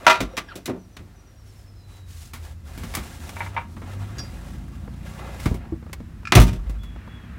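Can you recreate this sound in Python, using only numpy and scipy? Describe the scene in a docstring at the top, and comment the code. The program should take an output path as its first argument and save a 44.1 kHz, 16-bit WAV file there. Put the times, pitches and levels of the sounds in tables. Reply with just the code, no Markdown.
"""Slamming an old car door

Inside an old parked car, one microphone: the door is unlatched and swung open, someone slides onto the
seat, rustles and knocks against the trim, then slams the door. Blows, rumble and rubbing are shaped noise
bands; struck metal, cabin boom and trim groans are decaying modes. Far engines, bird calls and a hinge squeak
are sines of moving pitch, and an approaching car is a growing wash of noise."""
import sys
import numpy as np
from scipy import signal
from scipy.io import wavfile
from scipy.ndimage import uniform_filter1d

SR = 44100
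rng = np.random.default_rng(int(sys.argv[2]) if len(sys.argv) > 2 else 0)


def transcribe(signal):
    """Save signal, clipped to [-1, 1], as a 16-bit WAV file at the path in sys.argv[1]."""
    frames = np.atleast_2d(signal).T
    limited = np.clip(frames, -1, 1)
    pcm = np.round(limited * 32767).astype(np.int16)
    wavfile.write(sys.argv[1], SR, pcm)


N = 325458
TIME = np.arange(N) / SR
# Half-octave bands up to 16 kHz: edges and centres in Hz
EDGES = 16000 / 2 ** np.arange(9.5, -.1, -.5)
CENTRES = np.sqrt(EDGES[1:] * EDGES[:-1])


def from_db(db):
    """Decibels to gain."""
    return 10 ** (np.asarray(db) / 20)


def rms_one(x):
    """Scale to unit power."""
    return x / np.sqrt(np.mean(x ** 2) + 1e-20)


def in_time(rows):
    """Each column of a curve, interpolated at every sample; the first column is time in seconds."""
    s, *columns = np.transpose(rows)
    return [np.interp(TIME, s, column) for column in columns]


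def band_gains(points):
    """A spectrum of (Hz, dB) as one gain per half-octave band, falling away outside its ends."""
    hz, db = np.transpose(points)
    octaves_below = np.maximum(np.log2(hz[0] / CENTRES), 0)
    octaves_above = np.maximum(np.log2(CENTRES / hz[-1]), 0)
    inside_db = np.interp(np.log(CENTRES), np.log(hz), db)
    return from_db(inside_db - 23 * (octaves_below + octaves_above))


def drift(rate_hz):
    """Random wander of rms 1: noise through two equal low-pass poles at rate_hz."""
    step = 40  # samples between computed points
    pole = np.exp(-2 * np.pi * rate_hz * step / SR)
    noise = rng.standard_normal(N // step + 2002)
    slow = signal.lfilter([1], [1, -2 * pole, pole * pole], noise)[2000:]  # skip the filter's start
    return np.interp(np.arange(N) / step, np.arange(len(slow)), rms_one(slow))


def noise_bands(grain=1):
    """Half-octave bands of noise, rms 1 each; grain shapes the noise before it is split."""
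    white = rng.standard_normal((2, N)) * grain
    bands = []
    for k in range(len(CENTRES)):
        band_filter = signal.butter(3, EDGES[k:k + 2], "band", fs=SR, output="sos")
        # Neighbouring bands come from different noises
        bands.append(rms_one(signal.sosfilt(band_filter, white[k % 2])))
    return np.array(bands)


def dense_modes():
    """The crowded modes of panels: bands of noise with their slow swells evened out."""
    bands = noise_bands()
    power = [uniform_filter1d(band * band, size=int(SR * max(4 / hz, .006)))
             for band, hz in zip(bands, CENTRES)]
    return bands / np.sqrt(np.abs(power) + .02)


def cabin(x, wet_db, t60):
    """Close reflections from glass and dashboard: decaying noise echoes added to the direct sound."""
    t = TIME[:SR // 4]
    echoes = rng.standard_normal(len(t)) * from_db(-60 * t / t60) * (t > .002)
    reflected = signal.fftconvolve(x, echoes / np.linalg.norm(echoes))[:N]
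    return x + from_db(wet_db) * reflected


def resonate(x, resonances):
    """Parallel band-pass resonances, each given as (Hz, width Hz, dB)."""
    out = np.zeros(N)
    for hz, width, db in resonances:
        b, a = signal.iirpeak(hz, hz / width, fs=SR)
        out += from_db(db) * signal.lfilter(b, a, x + 1e-18)
    return out


def swing(s, hz, db, rise, t60):
    """One mode swells and rings down."""
    out = np.zeros(N)
    at = int(s * SR)
    t = TIME[:min(N - at, SR)]
    swell = np.sin(np.pi / 2 * np.minimum(t / rise, 1)) ** 2
    decay = from_db(db - 60 * np.maximum(t - rise, 0) / t60)
    out[at:at + len(t)] = swell * decay * np.sin(2 * np.pi * hz * t)
    return out


def blow(s, gains, t60, panels, bass_lag, rise_cycles, crack_db, tail_db, tail_t60):
    """A blow cracks, then wakes the panel modes; low ones start later and last longer, over a faint tail."""
    out = np.zeros(N)
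    hz = CENTRES[:, None]
    at = int(s * SR)
    t = TIME[:min(N - at, int(.6 * SR))]
    band_t60 = t60 * (1000 / hz) ** bass_lag  # t60 itself holds at 1 kHz
    decay = from_db(-60 * t / band_t60)
    decay += from_db(tail_db - 60 * t / tail_t60)
    decay += from_db(crack_db) * np.exp(-t / .003) * (hz > 1000)
    rise = 1 - np.exp(-t / (.0004 + rise_cycles / hz))
    out[at:at + len(t)] = gains @ (panels[:, at:at + len(t)] * rise * decay)
    return out


def blows(table, thud, clack, panels, **ringing):
    """Each blow is a soft thud and a hard clack, whose brightness tilts its spectrum about 3 kHz."""
    octaves = np.log2(CENTRES / 3000)
    out = np.zeros(N)
    for s, thud_db, clack_db, bright, t60 in table:
        thud_gains = from_db(thud_db) * band_gains(thud)
        clack_gains = from_db(clack_db + bright * octaves) * band_gains(clack)
        out += blow(s, np.hypot(thud_gains, clack_gains), t60, panels, **ringing)
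    return out


def struck(hits, modes, panels, rasp_db, rasp_t60):
    """A metal part rings in its modes, newly weighted at each contact, while the rough faces rasp briefly."""
    out = np.zeros(N)
    hz, mode_db, t60 = np.array(modes).T[:, :, None]
    rasp = rms_one(band_gains([mode[:2] for mode in modes]) @ panels)
    for s, db in hits:
        at = int(s * SR)
        t = TIME[:min(N - at, SR // 2)]
        strength = from_db(mode_db + rng.standard_normal(hz.shape) - 60 * t / t60)
        phase = 2 * np.pi * (hz * t + rng.random(hz.shape))
        ring = (strength * np.sin(phase)).sum(0)
        contact = rasp[at:at + len(t)] * from_db(rasp_db - 60 * t / rasp_t60)
        onset = 1 - np.exp(-t / 0.00036)
        out[at:at + len(t)] += from_db(db) * (ring + contact) * onset
    return out


def engine(curve, orders, wobble, flutter_db):
    """Far away only the lowest firing orders are left; wobble unsettles pitch, flutter each order's level."""
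    hz, db = in_time(curve)
    turn = 2 * np.pi * np.cumsum(hz * (1 + wobble * drift(5.64))) / SR
    tones = sum(from_db(db + level + flutter_db * drift(3.7)) * np.sin(k * turn) for k, level in orders)
    return np.sqrt(2) * tones


# A distant engine eases off, then pulls away through two gears.
# Each row: time in seconds, firing rate in Hz before its wobble, relative level in dB.
ENGINE_CURVE = [(0, 89.2, -53), (1.3, 101.7, -53), (1.95, 96.9, -44), (2.2, 83.6, -41), (2.7, 80.4, -41.5),
                (2.85, 77.1, -58), (3.2, 80, -43.5), (3.55, 102.1, -35.5), (3.7, 85.8, -45),
                (4.03, 99.9, -31.5), (4.25, 110.7, -48), (4.7, 121.7, -53), (7.38, 108, -56)]
# A deeper exhaust note farther along the street gathers speed; columns as for the engine.
EXHAUST_CURVE = [(0, 45.85, -52.5), (3.7, 46.85, -50.5), (4.3, 48.16, -38.5), (5.1, 59.7, -37.5),
                 (6.1, 64.63, -42.5), (7.38, 67.42, -42.5)]
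# Each row: multiple of the exhaust's firing rate, relative level in dB.
EXHAUST_ORDERS = [(1, -1.5), (1.5, -5.5), (2.5, -9.5), (3, -16), (3.5, -12.5), (4, -24.5)]
# Traffic along the street. Each row: time in seconds, relative rumble and tyre drone levels in dB.
TRAFFIC_LEVELS = [(0, -61.5, -52), (1.4, -53.5, -60), (2.5, -40.5, -57), (2.9, -40, -46.5),
                  (3.7, -46, -42.5), (4.2, -43, -39.5), (6.1, -41, -47.5), (7.38, -44, -44)]
# Tyre wash of an approaching car. Each row: time in seconds, level in dB.
WASH_LEVELS = [(0, -77.5), (5.5, -65.5), (6.2, -63), (6.7, -69), (7.0, -54), (7.38, -53)]
# Spectra of rumble, drone, wash and still air. Each row: frequency in Hz, gain in dB per band.
RUMBLE_SPECTRUM = [(25, -19), (45, 0.5), (80, 8.5), (120, -6.5), (200, -43), (400, -59.5)]
DRONE_SPECTRUM = [(70, -23), (140, 1), (210, 3), (300, -6.5), (450, -29.5), (900, -26), (2000, -50.5)]
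WASH_SPECTRUM = [(400, -10), (800, -8), (1450, 7), (2200, 1.5), (3200, -4.5), (6000, -49.5)]
AIR_SPECTRUM = [(100, -124), (300, -69), (700, -73), (2000, -78), (5000, -71), (9000, -73.5),
                (15000, -74.5)]


def street():
    """Traffic rumble, tyre drone and wash, still air and two engine notes."""
    rumble_db, drone_db = in_time(TRAFFIC_LEVELS)
    wash_db, = in_time(WASH_LEVELS)
    bands = noise_bands()
    rumble = from_db(rumble_db + 1.0) * rms_one(band_gains(RUMBLE_SPECTRUM) @ bands)
    drone = from_db(drone_db - 2.0) * rms_one(band_gains(DRONE_SPECTRUM) @ bands)
    wash = from_db(wash_db) * rms_one(band_gains(WASH_SPECTRUM) @ bands)
    air = band_gains(AIR_SPECTRUM) @ bands
    hum = engine(ENGINE_CURVE, [(1, 0.5), (2, -27.5)], wobble=0.0048, flutter_db=1.5)
    hum += engine(EXHAUST_CURVE, EXHAUST_ORDERS, wobble=.008, flutter_db=0.0)
    return rumble + drone + wash + air + hum


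# Faint phrases of small birds. Each row: start in seconds, length in seconds, note spacing in seconds,
# first and last pitch in Hz before the waver, share by which each note falls, relative level in dB.
SONG_PHRASES = [(.29, .27, .14, 5720, 5570, 0.03, -59.5), (0.771, 0.28, .135, 5880, 5820, 0.085, -62.5),
                (1.152, 0.7, 0.1, 5920, 5000, .05, -61), (1.748, 0.62, 0.64, 4080, 3650, 0.0096, -60.5),
                (6.784, .52, 0.275, 3397, 3290, 0.0185, -53)]
NOTE_SHARE = .72  # of the spacing that a note lasts


def birds():
    """Thin falling whistles, evenly spaced, in phrases that sink in pitch, with echoes."""
    out = np.zeros(N)
    waver = 1 + 0.0065 * drift(103) + .005 * drift(8.1)  # unsteady pitch
    for s, length, spacing, first_hz, last_hz, fall, db in SONG_PHRASES:
        at = int(s * SR)
        t = TIME[:min(N - at, int(length * SR))]
        through = np.minimum(t / spacing % 1 / NOTE_SHARE, 1)  # 0 to 1 within a note
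        sinking_hz = np.linspace(first_hz, last_hz, len(t))
        hz = sinking_hz * (1 - fall * (through - .5)) * waver[at:at + len(t)]
        swell = np.sqrt(np.abs(np.sin(np.pi * through)))
        whistle = np.sin(2 * np.pi * np.cumsum(hz) / SR)
        out[at:at + len(t)] += from_db(db - 2.5) * swell * whistle
    unsteady_level = from_db(1.5 * drift(6))
    return cabin(out * unsteady_level, wet_db=-2, t60=0.18)


STROKE_ATTACK_S, STROKE_RELEASE_S = 0.053, 0.093


def stroke(s, length):
    """A movement gathers speed, holds it and comes to rest."""
    gathering = np.clip((TIME - s) / STROKE_ATTACK_S, 0, 1)
    resting = np.clip(1 - (TIME - s - length) / STROKE_RELEASE_S, 0, 1)
    return gathering * resting


def snags(per_s, spread_db):
    """Rubbing surfaces catch at random and let go in brief surges of friction."""
    sizes = from_db(spread_db * np.minimum(rng.exponential(1, N), 2))
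    releases = sizes * (rng.random(N) < per_s / SR)
    return signal.lfilter([1], [1, -np.exp(-1 / (.004 * SR))], releases + 1e-18)


# A hand rubs on the door handle at first, then clothes rub over the seat. Each row: start in seconds,
# length in seconds before the release, relative levels of rubbing and of fine hiss in dB.
RUBBING_STROKES = [(-.06, 0.12, -43, -58.5), (0.098, 0.46, -50, -71), (1.037, 0.26, -61.5, -88),
                   (1.418, 0.19, -68, -64.5), (1.854, 0.11, -58.5, -62), (2.057, 0.19, -66, -52.5),
                   (2.384, 0.085, -50.5, -54), (2.63, 0.25, -50.5, -56), (2.852, 0.31, -47, -50.5),
                   (3.182, 0.26, -47, -51.5), (3.408, .2, -47, -61.5), (3.656, 0.19, -58, -62.5),
                   (3.826, 0.39, -46, -58), (4.19, 0.351, -50, -57.5), (4.56, 0.47, -54.5, -64.5),
                   (5.017, 0.48, -46.5, -55.5), (5.162, 0.14, -40, -74), (5.372, .08, -56, -49),
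                   (5.5, 0.16, -49, -76), (6.546, 0.21, -53, -70)]
# Spectra of rubbing and of fine hiss. Each row: frequency in Hz, gain in dB per band.
RUB_SPECTRUM = [(200, -9), (400, 0), (650, 3), (1200, 1), (2200, -2), (3500, -9.5), (6000, -36),
                (14000, -61.5)]
HISS_SPECTRUM = [(1200, -11), (2500, -4.5), (4500, 0.5), (7000, 2.5), (10000, 1), (15000, -2.5)]
FIDGET_DB = -66  # relative level of slight rubbing throughout, under the strokes


def hand_and_clothes():
    """A hand on the handle, then cloth on the seat, rubs in tiny grains, stroke by stroke, its colour shifting."""
    moves = np.array([stroke(s, length) for s, length, *_ in RUBBING_STROKES])
    stroke_gains = from_db(np.array(RUBBING_STROKES)[:, 2:].T)
    rubbing, hissing = np.sqrt(stroke_gains ** 2 @ moves ** 2)  # overlapping strokes add in power
    bands = noise_bands(grain=from_db(0.58 * drift(400) + drift(28)))
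    colour = from_db(2.4 * np.array([drift(14) for _ in CENTRES]))
    catch = snags(per_s=30, spread_db=2)
    rub_noise = rms_one((band_gains(RUB_SPECTRUM) @ (bands * colour)) * (1 + 0.47 * catch))
    hiss_noise = rms_one((band_gains(HISS_SPECTRUM) @ bands) * (1 + .5 * catch))
    rub = from_db(-1.0) * np.hypot(rubbing, from_db(FIDGET_DB)) * rub_noise
    hiss = from_db(1.48) * hissing * hiss_noise
    return cabin(rub, wet_db=-6.5, t60=0.0298) + hiss


# Trim under strain. Each row: start in seconds, pitch in Hz, level in dB.
TRIM_GROANS = [(.332, 525, -34), (5.72, 325, -21.5)]


def groans():
    """Strained trim gives a short low note."""
    return sum(swing(s, hz, db, rise=0.011, t60=.091) for s, hz, db in TRIM_GROANS)


# Knocks of feet, body and hands on seat and trim. Each row: start in seconds, relative thud and clack
# levels in dB, brightness in dB per octave, decay time t60 in seconds at 1 kHz.
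TRIM_KNOCKS = [(.995, -45, -69, -1, 0.46), (2.334, -45, -46, 1.5, 0.23), (2.776, -36, -51.5, 2, 0.28),
               (2.834, -37.5, -48.5, 0.5, .17), (2.938, -50, -41, -0.5, .08),
               (2.95, -53, -34.5, 4.5, 0.079), (2.969, -33, -43.5, -0.5, 0.23), (3.292, -55, -42, 0, 0.049),
               (3.766, -37.5, -56, -5, .1), (3.818, -66, -56.5, -5, 0.18), (4.183, -35, -55, 1.5, 0.12),
               (4.877, -28.5, -63, -11, 0.04), (5.399, -47, -47.5, 1, .08), (5.457, -18, -37.5, -1.5, 0.13),
               (5.512, -22, -70, -3, 0.083), (5.542, -30.5, -52, 2, 0.15), (5.722, -28.5, -68, -2, 0.12),
               (5.93, -50, -38.5, 1, 0.058), (6.002, -31.5, -62, -3, 0.068), (6.695, -36, -52, 0.5, 0.12),
               (6.833, -45, -56, 0, .14)]
# The seat ticks dully as the weight settles. Each row: start in seconds, relative level in dB.
SEAT_TICKS = [(5.826, -44), (5.864, -42.5), (5.896, -42.5), (6.231, -45), (6.961, -41), (7.076, -39)]
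# Spectra of soft thud, clack on plastic and seat tick. Each row: frequency in Hz, gain in dB per band.
KNOCK_THUD = [(70, 1.5), (110, -3.5), (190, -2), (330, -9.5), (1100, -24.5)]
KNOCK_CLACK = [(100, -25), (330, -7.5), (1100, 3), (3000, -1.5), (13400, -4)]
TICK_SPECTRUM = [(330, -2), (1100, -4.5), (3000, -22), (8000, -27)]
# Resonances of the plastic trim. Each row: frequency in Hz, width in Hz, gain in dB.
TRIM_RESONANCES = [(230, 9.3, 0), (305.5, 12, -2.5), (924, 18, -31), (1166, 40, -3), (2220, 125, 4.5),
                   (3300, 110, -4)]
TICK_T60_S = .04  # at 1 kHz


def knocks(panels):
    """Knocks and the ticks of the seat sound through the plastic trim."""
    ringing = dict(bass_lag=0.077, rise_cycles=0.28, crack_db=-16.0, tail_db=-43, tail_t60=.35)
    hits = blows(TRIM_KNOCKS, KNOCK_THUD, KNOCK_CLACK, panels, **ringing)
    for s, db in SEAT_TICKS:
        hits += blow(s, from_db(db) * band_gains(TICK_SPECTRUM), TICK_T60_S, panels, **ringing)
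    return hits + resonate(hits, TRIM_RESONANCES)


# The dry hinge on opening. Each row: time in seconds, pitch in Hz before its wander, relative level in dB.
SQUEAK_CURVE = [(.478, 1716, -74), (.488, 1666, -38), (.505, 1564, -44), (.522, 1296, -34),
                (.538, 1570, -56), (.55, 1550, -66)]


def squeak():
    """The dry hinge sticks and slips at an unsteady pitch, with broken overtones."""
    hz, db = in_time(SQUEAK_CURVE)
    turn = 2 * np.pi * np.cumsum(hz * (1 + .06 * drift(500))) / SR
    tone = np.sin(turn)
    tone += from_db(-9) * drift(400) * np.sin(2 * turn)
    tone += from_db(-16) * drift(410) * np.sin(3 * turn)
    sounding = (TIME > SQUEAK_CURVE[0][0]) * (TIME < SQUEAK_CURVE[-1][0])
    return cabin(tone * from_db(db) * sounding, wet_db=-8, t60=0.23)


# Contacts: the latch springs open, the seat frame takes the weight, keys clink, the hinge slips as the
# door is pulled. 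Each row: start in seconds, relative level in dB.
LATCH_HITS = [(.067, -11), (.098, -15.5)]
FRAME_HITS = [(3.366, -35), (3.405, -26.5), (3.418, -34), (3.462, -37), (3.565, -24.5), (3.575, -26.5)]
KEY_HITS = [(4.183, -38.5), (4.192, -39)]
HINGE_HITS = [(6.253, -30.5), (6.272, -25.5), (6.281, -46)]
# Modes of those parts. Each row: frequency in Hz, mean strength in dB, decay time t60 in seconds.
LATCH_MODES = [(639, -3.5, 0.2), (960, 4, .19), (1380, -1, 0.27), (1490, -14.5, .18), (1960, -14.5, .18),
               (2440, -8, 0.24), (2410, -13, .15), (2900, -23.5, 0.11), (3780, -25.5, .45),
               (4495, -22, 0.25), (11800, -40.5, .35)]
FRAME_MODES = [(936.5, 0, 0.18), (1080, -4.5, 0.039), (1366, -11, 0.14), (1677, -6.5, 0.099),
               (2050, 1, 0.031), (2305, -2.5, 0.068), (2580, -25, 0.067), (3620, -20.5, 0.062)]
KEY_MODES = [(1685, -2.5, 0.12), (3400, -7, .08), (4780, 1, 0.23), (4870, -6, 0.28), (5179, -5, 0.15),
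             (5610, 0, 0.16), (6530, 1.5, 0.082), (11200, -22, 0.14), (13340, -25, .3)]
HINGE_MODES = [(1350, 2, 0.032), (1660, -4.5, 0.043), (2433, 4.5, 0.025), (2650, -12, 0.0226),
               (5320, 2.5, 0.0026)]


def metal_parts(panels):
    """Latch and keys ring without added reflections; seat frame and hinge ring with them."""
    latch = struck(LATCH_HITS, LATCH_MODES, panels, rasp_db=-11.0, rasp_t60=.06)
    frame = struck(FRAME_HITS, FRAME_MODES, panels, rasp_db=-2, rasp_t60=0.092)
    keys = struck(KEY_HITS, KEY_MODES, panels, rasp_db=-5.5, rasp_t60=0.087)
    hinge = struck(HINGE_HITS, HINGE_MODES, panels, rasp_db=-8.5, rasp_t60=.05)
    return latch + keys + cabin(frame + hinge, wet_db=-8.5, t60=0.18)


# The door, or weight on the seat, pushes on the cabin air.
# Each row: start in seconds, relative level in dB, slowness as a multiple of the slam's.
AIR_PUSHES = [(.18, -26, 1.3), (2.759, -28, 2.8), (5.41, -21.5, 1.8), (6.351, -0.5, 1), (6.52, -16, 3.2)]
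# Modes of the cabin air at the slam's speed. Each row: frequency in Hz, relative level in dB,
# delay in seconds, rise in seconds, decay time t60 in seconds.
CABIN_MODES = [(44.6, -7.5, .01, 0.015, 0.093), (51.2, -.5, .03, 0.022, 0.28),
               (73.6, -7, .01, 0.0083, 0.15), (114.5, -0.5, 0.003, 0.0074, 0.29),
               (188, -32.5, 0.12, 0.043, .31)]
SLOW_PUSH_DB = -15  # per doubling of slowness, for each octave above the lowest mode


def boom():
    """A push pumps the cabin air; a slow one swells later, lingers, and leaves the higher modes nearly still."""
    lowest_hz = CABIN_MODES[0][0]
    out = np.zeros(N)
    for s, push_db, slow in AIR_PUSHES:
        for hz, mode_db, delay, rise, t60 in CABIN_MODES:
            slow_db = SLOW_PUSH_DB * np.log2(slow) * np.log2(hz / lowest_hz)
            out += swing(s + delay * slow, hz, push_db + mode_db + slow_db, rise * slow, t60 * slow)
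    return out


# Blows on the steel door. Each row: start in seconds, relative thud and clack levels in dB,
# brightness in dB per octave, decay time t60 in seconds at 1 kHz.
DOOR_BLOWS = [(.046, -55, -45.5, -4, .14), (.066, -29, -15, -3.5, 0.18), (.097, -55, -22, -2, 0.26),
              (.204, -23, -33, 2, 0.17), (.368, -49, -33.5, 0.5, 0.096), (.376, -34.5, -31.5, -0.5, .15),
              (.555, -35.5, -45.5, 5.5, .18), (.657, -44, -38, 5, .17), (.679, -24, -49, -9.5, 0.24),
              (.967, -45, -42.5, 0.5, 0.095), (6.321, -20.5, -18.5, -2.5, .14),
              (6.351, -12.5, -18.5, 4.5, 0.18), (6.365, -21, -23, -6.5, 0.19), (6.397, -36, -33, 7.5, 0.27),
              (6.479, -41, -43.5, 0.5, 0.2), (6.53, -42.5, -51.5, 3, 0.2)]
# The rubber seal squeezes shut and rebounds, in dull puffs. Each row: start in seconds, relative level in dB.
SEAL_PUFFS = [(6.321, -28), (6.361, -4), (6.479, -28)]
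# Spectra of padded thud, steel clack and seal puff. Each row: frequency in Hz, gain in dB per band.
DOOR_THUD = [(100, -13.5), (330, -2.5), (1100, -24.5), (3000, -41.5)]
DOOR_CLACK = [(100, -46), (330, -29), (1100, -2), (3000, 0.5), (13400, -12)]
PUFF_SPECTRUM = [(100, 0), (330, -29.5)]
# Resonances of the door shell. Each row: frequency in Hz, width in Hz, gain in dB.
SHELL_RESONANCES = [(188, 9.5, 3.5), (256, 51, 1), (374.3, 18, 3), (618.6, 47, 6.5), (690, 18, 4),
                    (920, 6.1, 2), (1177, 13, 0), (1232, 14, -6), (2032, 30, -0.5), (2440, 60, 1),
                    (3490, 25, 1.5), (6015, 90, 4)]
PUFF_T60_S = 0.22  # at 1 kHz


def door(panels):
    """The steel door clacks and thuds, loose parts chatter inside it, and its seal puffs shut."""
    rattling = panels * from_db(1.9 * drift(77))
    ringing = dict(bass_lag=0.16, rise_cycles=.5, crack_db=-14.5, tail_db=-38, tail_t60=.3)
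    hits = blows(DOOR_BLOWS, DOOR_THUD, DOOR_CLACK, rattling, **ringing)
    for s, db in SEAL_PUFFS:
        hits += blow(s, from_db(db) * band_gains(PUFF_SPECTRUM), PUFF_T60_S, rattling, **ringing)
    return from_db(-1.0) * (hits + resonate(hits, SHELL_RESONANCES))


def scene():
    """Street, birds, rubbing, car and door summed at one microphone."""
    panels = dense_modes()
    background = street() + birds()
    occupant = hand_and_clothes() + groans() + knocks(panels)
    car = squeak() + metal_parts(panels) + boom() + door(panels)
    return (background + occupant + car)[None]


def record(dry):
    """The loudest peaks overload the microphone and are rounded; the top is cut above 15.8 kHz."""
    rounded = dry / (1 + np.abs(dry / .97) ** 4) ** (1 / 4)
    top_cut = signal.ellip(10, .1, 80, 15800, fs=SR, output="sos")
    return signal.sosfilt(top_cut, rounded)


dry = scene()
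out = record(dry)
transcribe(out)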